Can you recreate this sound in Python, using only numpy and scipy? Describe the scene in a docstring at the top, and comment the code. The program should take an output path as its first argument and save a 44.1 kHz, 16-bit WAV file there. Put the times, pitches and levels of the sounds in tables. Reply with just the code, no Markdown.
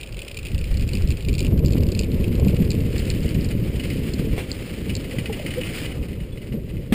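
"""Wind eddies buffet the microphone of a camera on a fast rope swing high over a valley.
They swell with the airspeed. The loaded rope and harness tick, then rasp in short slips,
heard through the camera's hollow case. Air hoots briefly in an edge of the case and a buckle clinks.
Blows knock the case along the way; the last one ends the ride."""
import sys
import numpy as np
from scipy import signal
from scipy.fft import rfft, irfft
from scipy.io import wavfile
from scipy.ndimage import uniform_filter1d

SR = 44100
rng = np.random.default_rng(int(sys.argv[2]) if len(sys.argv) > 2 else 0)


def bounce(signal):
    """Save signal as a 16-bit WAV file at the path given by the first command-line argument."""
    frames = np.transpose(np.atleast_2d(signal))
    limited = np.clip(frames, -1, 1)
    pcm = np.round(limited * 32767).astype(np.int16)
    wavfile.write(sys.argv[1], SR, pcm)


N = 306044
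T = np.arange(N) / SR

# Levels are relative; each source adds its own gains.
# airflow force (time [s], level [dB])
WIND_LEVEL = [(0, -40), (0.3, -40.5), (0.55, -23), (1.22, -30), (1.46, -17), (2.05, -21.5), (2.5, -17.5),
              (2.9, -21.5), (3.15, -20.5), (4.05, -25.5), (4.33, -24), (4.39, -31), (4.7, -31),
              (4.87, -27.5), (5.6, -30), (6.9, -31)]
# eddy balance, deep to fine (time [s], tilt [dB/octave])
WIND_TILT = [(0, -4.5), (0.7, -5), (1.7, -0.14), (2.5, 0.1), (3.5, -0.4), (4.1, 1.4), (4.6, 1.2),
             (5.5, 1.7), (6.8, -1.7)]
# single gusts (time [s], swell [dB], half width [s], tilt change [dB/octave])
WIND_GUSTS = [(0.15, 12, 0.06, -7), (0.542, 4, 0.035, -2), (0.736, 10.5, 0.043, -4.5),
              (0.832, 7.5, 0.043, -0.5), (0.947, 4, 0.033, 2), (1.079, 11, 0.098, -1.5),
              (1.29, 9, 0.046, -1), (1.752, 3.5, 0.14, -1), (2.472, 0.5, 0.046, 0.5), (4.23, 3, 0.04, -0.5),
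              (4.315, 7, 0.039, -2.5), (4.92, 3, 0.028, -1), (6.008, 10.5, 0.021, -2),
              (6.22, 7, 0.021, -3.5), (6.557, 4.5, 0.037, 3.5), (6.773, 7, 0.04, 1)]
# turbulence (frequency [Hz], density [dB])
WIND_SPECTRUM = [(12, -7), (20, -0.5), (59, 3), (111, -0.5), (169, -5), (373, -14.5), (447, -16.5),
                 (555, -23.5), (783, -46), (1050, -43), (1500, -62), (1950, -89), (3300, -120)]
# blows on the case (time [s], level [dB], pitch [Hz], t60 [s], rattle re blow [dB])
CASE_BLOWS = [(1.755, -4, 248, 0.031, -53), (2.47, -3, 190, 0.058, -53), (2.602, -7.5, 179, 0.11, -50),
              (4.196, -7.5, 185, 0.053, -52), (4.378, -24.5, 710, 0.031, 0), (5.185, -8.5, 171, 0.029, -47),
              (5.297, -18.5, 439, 0.091, -23), (5.297, -27, 804, 0.045, -24),
              (5.397, -23.5, 611, 0.045, -33), (6.923, -3, 223, 0.07, -15)]
# case rattle (frequency [Hz], density [dB])
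RATTLE_SPECTRUM = [(400, 15), (900, -3.5), (1400, -6.5), (2300, 3), (3200, -2.5), (4500, -12), (6000, -20),
                   (7500, -16), (9300, -9.5), (11000, -22), (14800, -17)]
# loud rope and buckle ticks (time [s], snap [dB], body [dB])
LOUD_TICKS = [(0.0109, -43, -25.5), (0.031, -47, -24), (0.1911, -50, -24.5), (0.2188, -45, -25),
              (0.2817, -52, -22), (0.3142, -51, -29), (0.3716, -26, -21), (0.3882, -32, -27),
              (0.4508, -36, -27), (0.4678, -39, -23), (0.5893, -29, -36), (0.7717, -25.5, -36),
              (0.8895, -29, -23.5), (0.933, -21, -24), (0.9518, -25, -22.5), (0.9708, -27.5, -26),
              (1.0743, -27, -32), (1.1046, -24, -25), (1.1212, -36, -27), (1.2248, -32, -40),
              (1.285, -28, -21.5), (1.3296, -28, -30), (1.3815, -23, -23), (1.3923, -18, -24),
              (1.4048, -20, -20), (1.4475, -35, -22.5), (1.4663, -32, -25), (1.6603, -18, -34),
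              (1.722, -21.5, -32), (1.7814, -28, -33.5), (1.9187, -23.5, -44), (1.9498, -22.5, -25.5),
              (1.9915, -12.5, -19), (2.0113, -25, -29), (2.0337, -30, -26.5), (2.242, -58, -24),
              (2.4826, -26.5, -24), (2.7048, -17, -27), (2.716, -19, -25), (2.9806, -21, -34),
              (3.1014, -15.5, -25), (4.1365, -18, -42), (4.516, -15.5, -46), (4.9524, -15.5, -27),
              (4.966, -21, -32)]
# rope taking up load (time [s], snap [dB], body [dB])
CREAK_LEVEL = [(0, -46, -33.5), (0.498, -40, -27.5), (0.95, -33, -32.5), (1.4, -30, -27),
               (1.56, -34, -34.5), (2, -33.5, -31), (2.6, -35.5, -32), (3.5, -27, -40)]
# strand snap (frequency [Hz], density [dB])
SNAP_SPECTRUM = [(2500, -73), (3500, -19), (4300, -1), (4800, -2), (5300, -9.5), (5900, -49), (6500, -16),
                 (7300, -4.5), (7900, -9), (8800, -54), (11000, -58)]
# hollow case (frequency [Hz], density [dB])
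CASE_SPECTRUM = [(900, -14), (1800, -28), (2450, 11), (3200, -1), (3650, -4.5), (4400, -7), (5100, -7),
                 (5900, -23), (7200, -9), (8100, -15.5), (9300, -4), (10900, -32.5), (13200, -22.5),
                 (14800, -11)]
# rope slips, faint once slack (time [s], level [dB])
ROPE_SLIPS = [(3.257, -32), (3.2794, -31), (3.509, -27), (3.7957, -24.5), (3.8358, -24), (3.901, -24),
              (4.8938, -22.5), (5.0423, -32.5), (5.11, -28.5), (5.1843, -23), (5.2568, -23),
              (5.3246, -22.5), (5.3924, -28.5), (5.463, -23), (5.506, -24), (5.536, -25.5), (5.6095, -25),
              (5.634, -25), (5.6664, -28), (5.6889, -27), (5.852, -23), (5.914, -29), (6.027, -33.5),
              (6.0845, -36), (6.129, -35), (6.202, -35.5), (6.373, -36), (6.417, -35.5), (6.4703, -40),
              (6.5212, -35.5), (6.6933, -35.5), (6.7665, -36.5)]
# rubbing gear resonances (frequency [Hz], width [Hz], level [dB])
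GEAR_MODES = [(2060, 78, 8.5), (2530, 66, 4), (2945, 67, 9), (9120, 120, 8)]
# rope running through gear (time [s], level [dB])
RASP_LEVEL = [(0, -53.5), (0.7, -47), (1.35, -47.5), (1.6, -51), (2.2, -47.5), (2.85, -45), (3.1, -41),
              (3.6, -47), (3.86, -41.5), (4.34, -43.5), (4.75, -44.5), (5.3, -44.5), (5.65, -41.5),
              (5.79, -36), (5.97, -51.5), (6.3, -53.5), (6.9, -55)]
# passing air (time [s], level [dB])
AIR_LEVEL = [(0, -59), (2, -58.5), (2.6, -57), (3.6, -56.5), (5.1, -56), (5.75, -51), (6.1, -61),
             (6.9, -65)]
# air and rope hiss (frequency [Hz], density [dB])
HISS_SPECTRUM = [(500, -4), (1000, -18), (1500, -9.5), (2100, 0), (2950, 0), (3550, -9), (5100, -10),
                 (5750, -25.5), (6250, -25), (6900, -13.5), (8400, -15.5), (9300, -8.5), (11000, -26),
                 (13200, -25), (14800, -12.5)]
# edge tones (time [s], pitch [Hz], level [dB], half width [s])
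EDGE_HOOTS = [(5.146, 520, -27.5, 0.011), (5.587, 504, -19, 0.013)]
# buckle partials (frequency [Hz], level [dB])
BUCKLE_MODES = [(3420, -48), (8680, -54)]


def buffeting(gain_db=-1.5, gustiness_db=0.45, calm_db=-46):
    """Turbulence on the mic port: large eddies heave, small ones clump; flow sets level and tilt."""
    (level_db,), (tilt_db,) = curves(WIND_LEVEL), curves(WIND_TILT)
    for at_s, swell_db, half_s, tilt_change_db in WIND_GUSTS:
        swell = np.exp(-((T - at_s) / half_s) ** 2)
        level_db += swell_db * swell
        tilt_db += tilt_change_db * swell
    heave, rest = split(colour(rng.standard_normal(N), WIND_SPECTRUM), hz=65.0)
    rumble, rest = split(rest, hz=143.7)
    drum, eddies = split(rest, hz=307.0)
    clumps = walk(55)
    heave = steady(heave) * undb(1.8 * walk(24))
    rumble = steady(rumble * undb(2.6 * clumps)) * undb(2.4 * walk(16))
    drum = steady(drum * undb(1.5 * clumps)) * undb(2.63 * walk(12.2))
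    eddies = steady(eddies * undb(2.54 * clumps + 1.94 * walk(71)))
    # four eddy sizes, about an octave apart, share the power
    shares = np.array([undb(db + octave * tilt_db) for octave, db in enumerate([-2, 0, -2, -8])])
    mix = np.sum(shares * [heave, rumble, drum, eddies], axis=0) / np.linalg.norm(shares, axis=0)
    flow = undb(gain_db + level_db + gustiness_db * walk(23))
    calm = unit(band(rng.standard_normal(N), 268, 595))
    return flow * mix + undb(calm_db) * calm


def knocks(rise_s=0.00057):
    """Each blow rings one damped mode of the mount and rattles the case."""
    out = np.zeros(N)
    rattle = unit(colour(rng.standard_normal(N), RATTLE_SPECTRUM))
    for at_s, db, hz, t60_s, rattle_db in CASE_BLOWS:
        age_s = np.maximum(T - at_s, 0)
        envelope = np.exp(-np.log(1000) * age_s / t60_s) * (1 - np.exp(-age_s / rise_s))
        out += undb(db) * envelope * np.sin(2 * np.pi * hz * age_s)
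        out += rattle * bursts([at_s], [db + rattle_db], rise_s=0.0008, decay_s=0.044)
    return out


def ticks(snap_gain_db=-7, body_gain_db=-7, top_gain_db=-12, rebound_db=-12,
          rise_s=0.0005, snap_decay_s=0.0015, case_decay_s=0.0034):
    """Strands and buckles jump under load; each jump snaps and rings the case."""
    at_s, snap_db, body_db = np.vstack([LOUD_TICKS, creak()]).T
    # each settles with a weaker second jump
    at_s = np.concatenate([at_s, at_s + rng.uniform(0.004, 0.014, len(at_s))])
    snap_db = np.concatenate([snap_db, snap_db + rebound_db])
    body_db = np.concatenate([body_db, body_db + rebound_db])
    body, top = split(colour(rng.standard_normal(N), CASE_SPECTRUM), hz=6000, order=6)
    snap = colour(rng.standard_normal(N), SNAP_SPECTRUM)
    snap = steady(snap, samples=200) * bursts(at_s, snap_db + snap_gain_db, rise_s, snap_decay_s)
    body = steady(body, samples=200) * bursts(at_s, body_db + body_gain_db, rise_s, case_decay_s)
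    top = steady(top, samples=200) * bursts(at_s, body_db + top_gain_db, rise_s, case_decay_s)
    mix = snap + body + top
    return mix - band(mix, 5820, 6340, order=2)  # the case absorbs this band


def creak(start_rate_hz=51.1, half_rate_s=2.3, jitter=0.35, count=130):
    """Small rope jumps, thinning as the load settles: rows of (time [s], snap [dB], body [dB])."""
    gap, size, tone = rng.standard_normal((count, 3)).T
    jumps = np.cumsum(np.exp(jitter * gap)) - 1
    at_s = half_rate_s * np.expm1(jumps / (start_rate_hz * half_rate_s))
    knots_s, snap_db, body_db = np.transpose(CREAK_LEVEL)
    snap_db = np.interp(at_s, knots_s, snap_db) + 3.3 * size + 3.1 * tone
    body_db = np.interp(at_s, knots_s, body_db) + 1.7 * size
    return np.column_stack([at_s, snap_db, body_db])[at_s < knots_s[-1]]


def slips(gain_db=-6, grain_db=3):
    """Rope sticks and lets go in gritty scrapes that ring the gear."""
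    at_s, level_db = np.transpose(ROPE_SLIPS)
    grit = colour(rng.standard_normal(N) * undb(grain_db * walk(380)), HISS_SPECTRUM)
    ring = sum(undb(db) * band(grit, hz - width_hz / 2, hz + width_hz / 2, order=1)
               for hz, width_hz, db in GEAR_MODES)
    envelope = bursts(at_s, level_db + gain_db, rise_s=0.00063, decay_s=0.014)
    return steady(grit + ring, samples=800) * envelope


def rasp(grain_db=1.5, flutter_db=1.89, air_gain_db=-1, body_gain_db=-1, treble_gain_db=-9):
    """Rope fibres drag through the gear in rushing air: a grainy, fluttering hiss."""
    (rasp_db,), (air_db,) = curves(RASP_LEVEL), curves(AIR_LEVEL)
    chatter_db = np.exp(-T / 4.1) * (walk(97) - 1)  # fades as the rope takes up load
    fibres = rng.standard_normal(N) * undb(grain_db * walk(230) + flutter_db * walk(31) + chatter_db)
    rest, treble = split(colour(fibres, HISS_SPECTRUM), hz=4700)
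    air, body = split(rest, hz=1320, order=5)
    air *= undb(air_gain_db) / band(air, 850, 1700).std()
    body *= undb(body_gain_db) / band(body, 1900, 3500).std()
    treble *= undb(treble_gain_db) / band(treble, 6500, 10000).std()
    return undb(air_db) * air + undb(rasp_db) * (body + treble)


def hoots():
    """Flow across an edge briefly locks onto a cavity: a soft, wavering note."""
    out = np.zeros(N)
    waver = 1 + 0.016 * walk(43)
    for at_s, hz, db, half_s in EDGE_HOOTS:
        out += undb(db) * np.exp(-((T - at_s) / half_s) ** 2) * sine(hz * waver)
    return out


def sizzle(drive, centre_hz=12000, gain_db=-24):
    """Thin, high sizzle that flutters in step with the driving sound."""
    return undb(gain_db) * band(drive, 156, 1300, order=1) * np.cos(2 * np.pi * centre_hz * T)


def clink(at_s=6.319):
    """A small buckle rings faintly."""
    ring = sum(undb(db) * sine(hz * (1 + 0.0043 * walk(80))) for hz, db in BUCKLE_MODES)
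    return ring * bursts([at_s], [0], rise_s=0.003, decay_s=0.022)


def undb(db):
    """Decibels to gain."""
    return 10 ** (np.asarray(db) / 20)


def unit(x):
    """Scale to rms 1."""
    return x / np.sqrt(np.mean(x ** 2))


def sine(hz):
    """Sine with per-sample frequency."""
    return np.sin(2 * np.pi * np.cumsum(hz) / SR)


def curves(table):
    """Per-sample values of each control column."""
    knots_s, *columns = np.transpose(table)
    return [np.interp(T, knots_s, column) for column in columns]


def band(x, lo_hz, hi_hz, order=4):
    """Zero-phase band-pass."""
    return signal.sosfiltfilt(signal.butter(order, [lo_hz, hi_hz], "band", fs=SR, output="sos"), x)


def split(x, hz, order=3):
    """Complementary low and high parts."""
    low = signal.sosfiltfilt(signal.butter(order, hz, fs=SR, output="sos"), x)
    return low, x - low


def colour(x, spectrum):
    """Filter by rows of (frequency [Hz], gain [dB])."""
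    hz, db = np.transpose(spectrum)
    bins_hz = np.maximum(np.arange(N // 2 + 1) * SR / N, 1)
    return irfft(rfft(x) * undb(np.interp(np.log(bins_hz), np.log(hz), db)), N)


def walk(cutoff_hz):
    """Smooth random wander, rms 1."""
    bins_hz = np.arange(N // 2 + 1) * SR / N
    return unit(irfft(rfft(rng.standard_normal(N)) / (1 + (bins_hz / cutoff_hz) ** 4), N))


def steady(x, samples=4400):
    """Hold short-term rms at 1."""
    return x / np.sqrt(uniform_filter1d(uniform_filter1d(x ** 2, samples), samples // 2) + 1e-18)


def bursts(times_s, peaks_db, rise_s, decay_s):
    """Rise-and-decay contact envelopes, summed in power."""
    power, age_s = np.zeros(N + SR), np.arange(SR // 5) / SR
    shape = (1 - np.exp(-age_s / rise_s)) * np.exp(-age_s / decay_s)
    for at_s, gain in zip(times_s, undb(peaks_db)):
        start = max(int(at_s * SR), 0)
        power[start:start + len(shape)] += (gain * shape / shape.max()) ** 2
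    return np.sqrt(power[:N])


def scene():
    """Wind and rigging, close to one microphone."""
    low = buffeting() + knocks() + hoots()
    return (low + sizzle(low) + rasp() + ticks() + slips() + clink())[None]


def record(dry):
    """The camera rounds the peaks and cuts the top steeply."""
    ceiling, cutoff_hz = 0.85, 15250
    rounded = dry / (1 + (dry / ceiling) ** 4) ** 0.25
    return signal.sosfilt(signal.ellip(10, 0.2, 80, cutoff_hz, fs=SR, output="sos"), rounded)


dry = scene()
out = record(dry)
bounce(out)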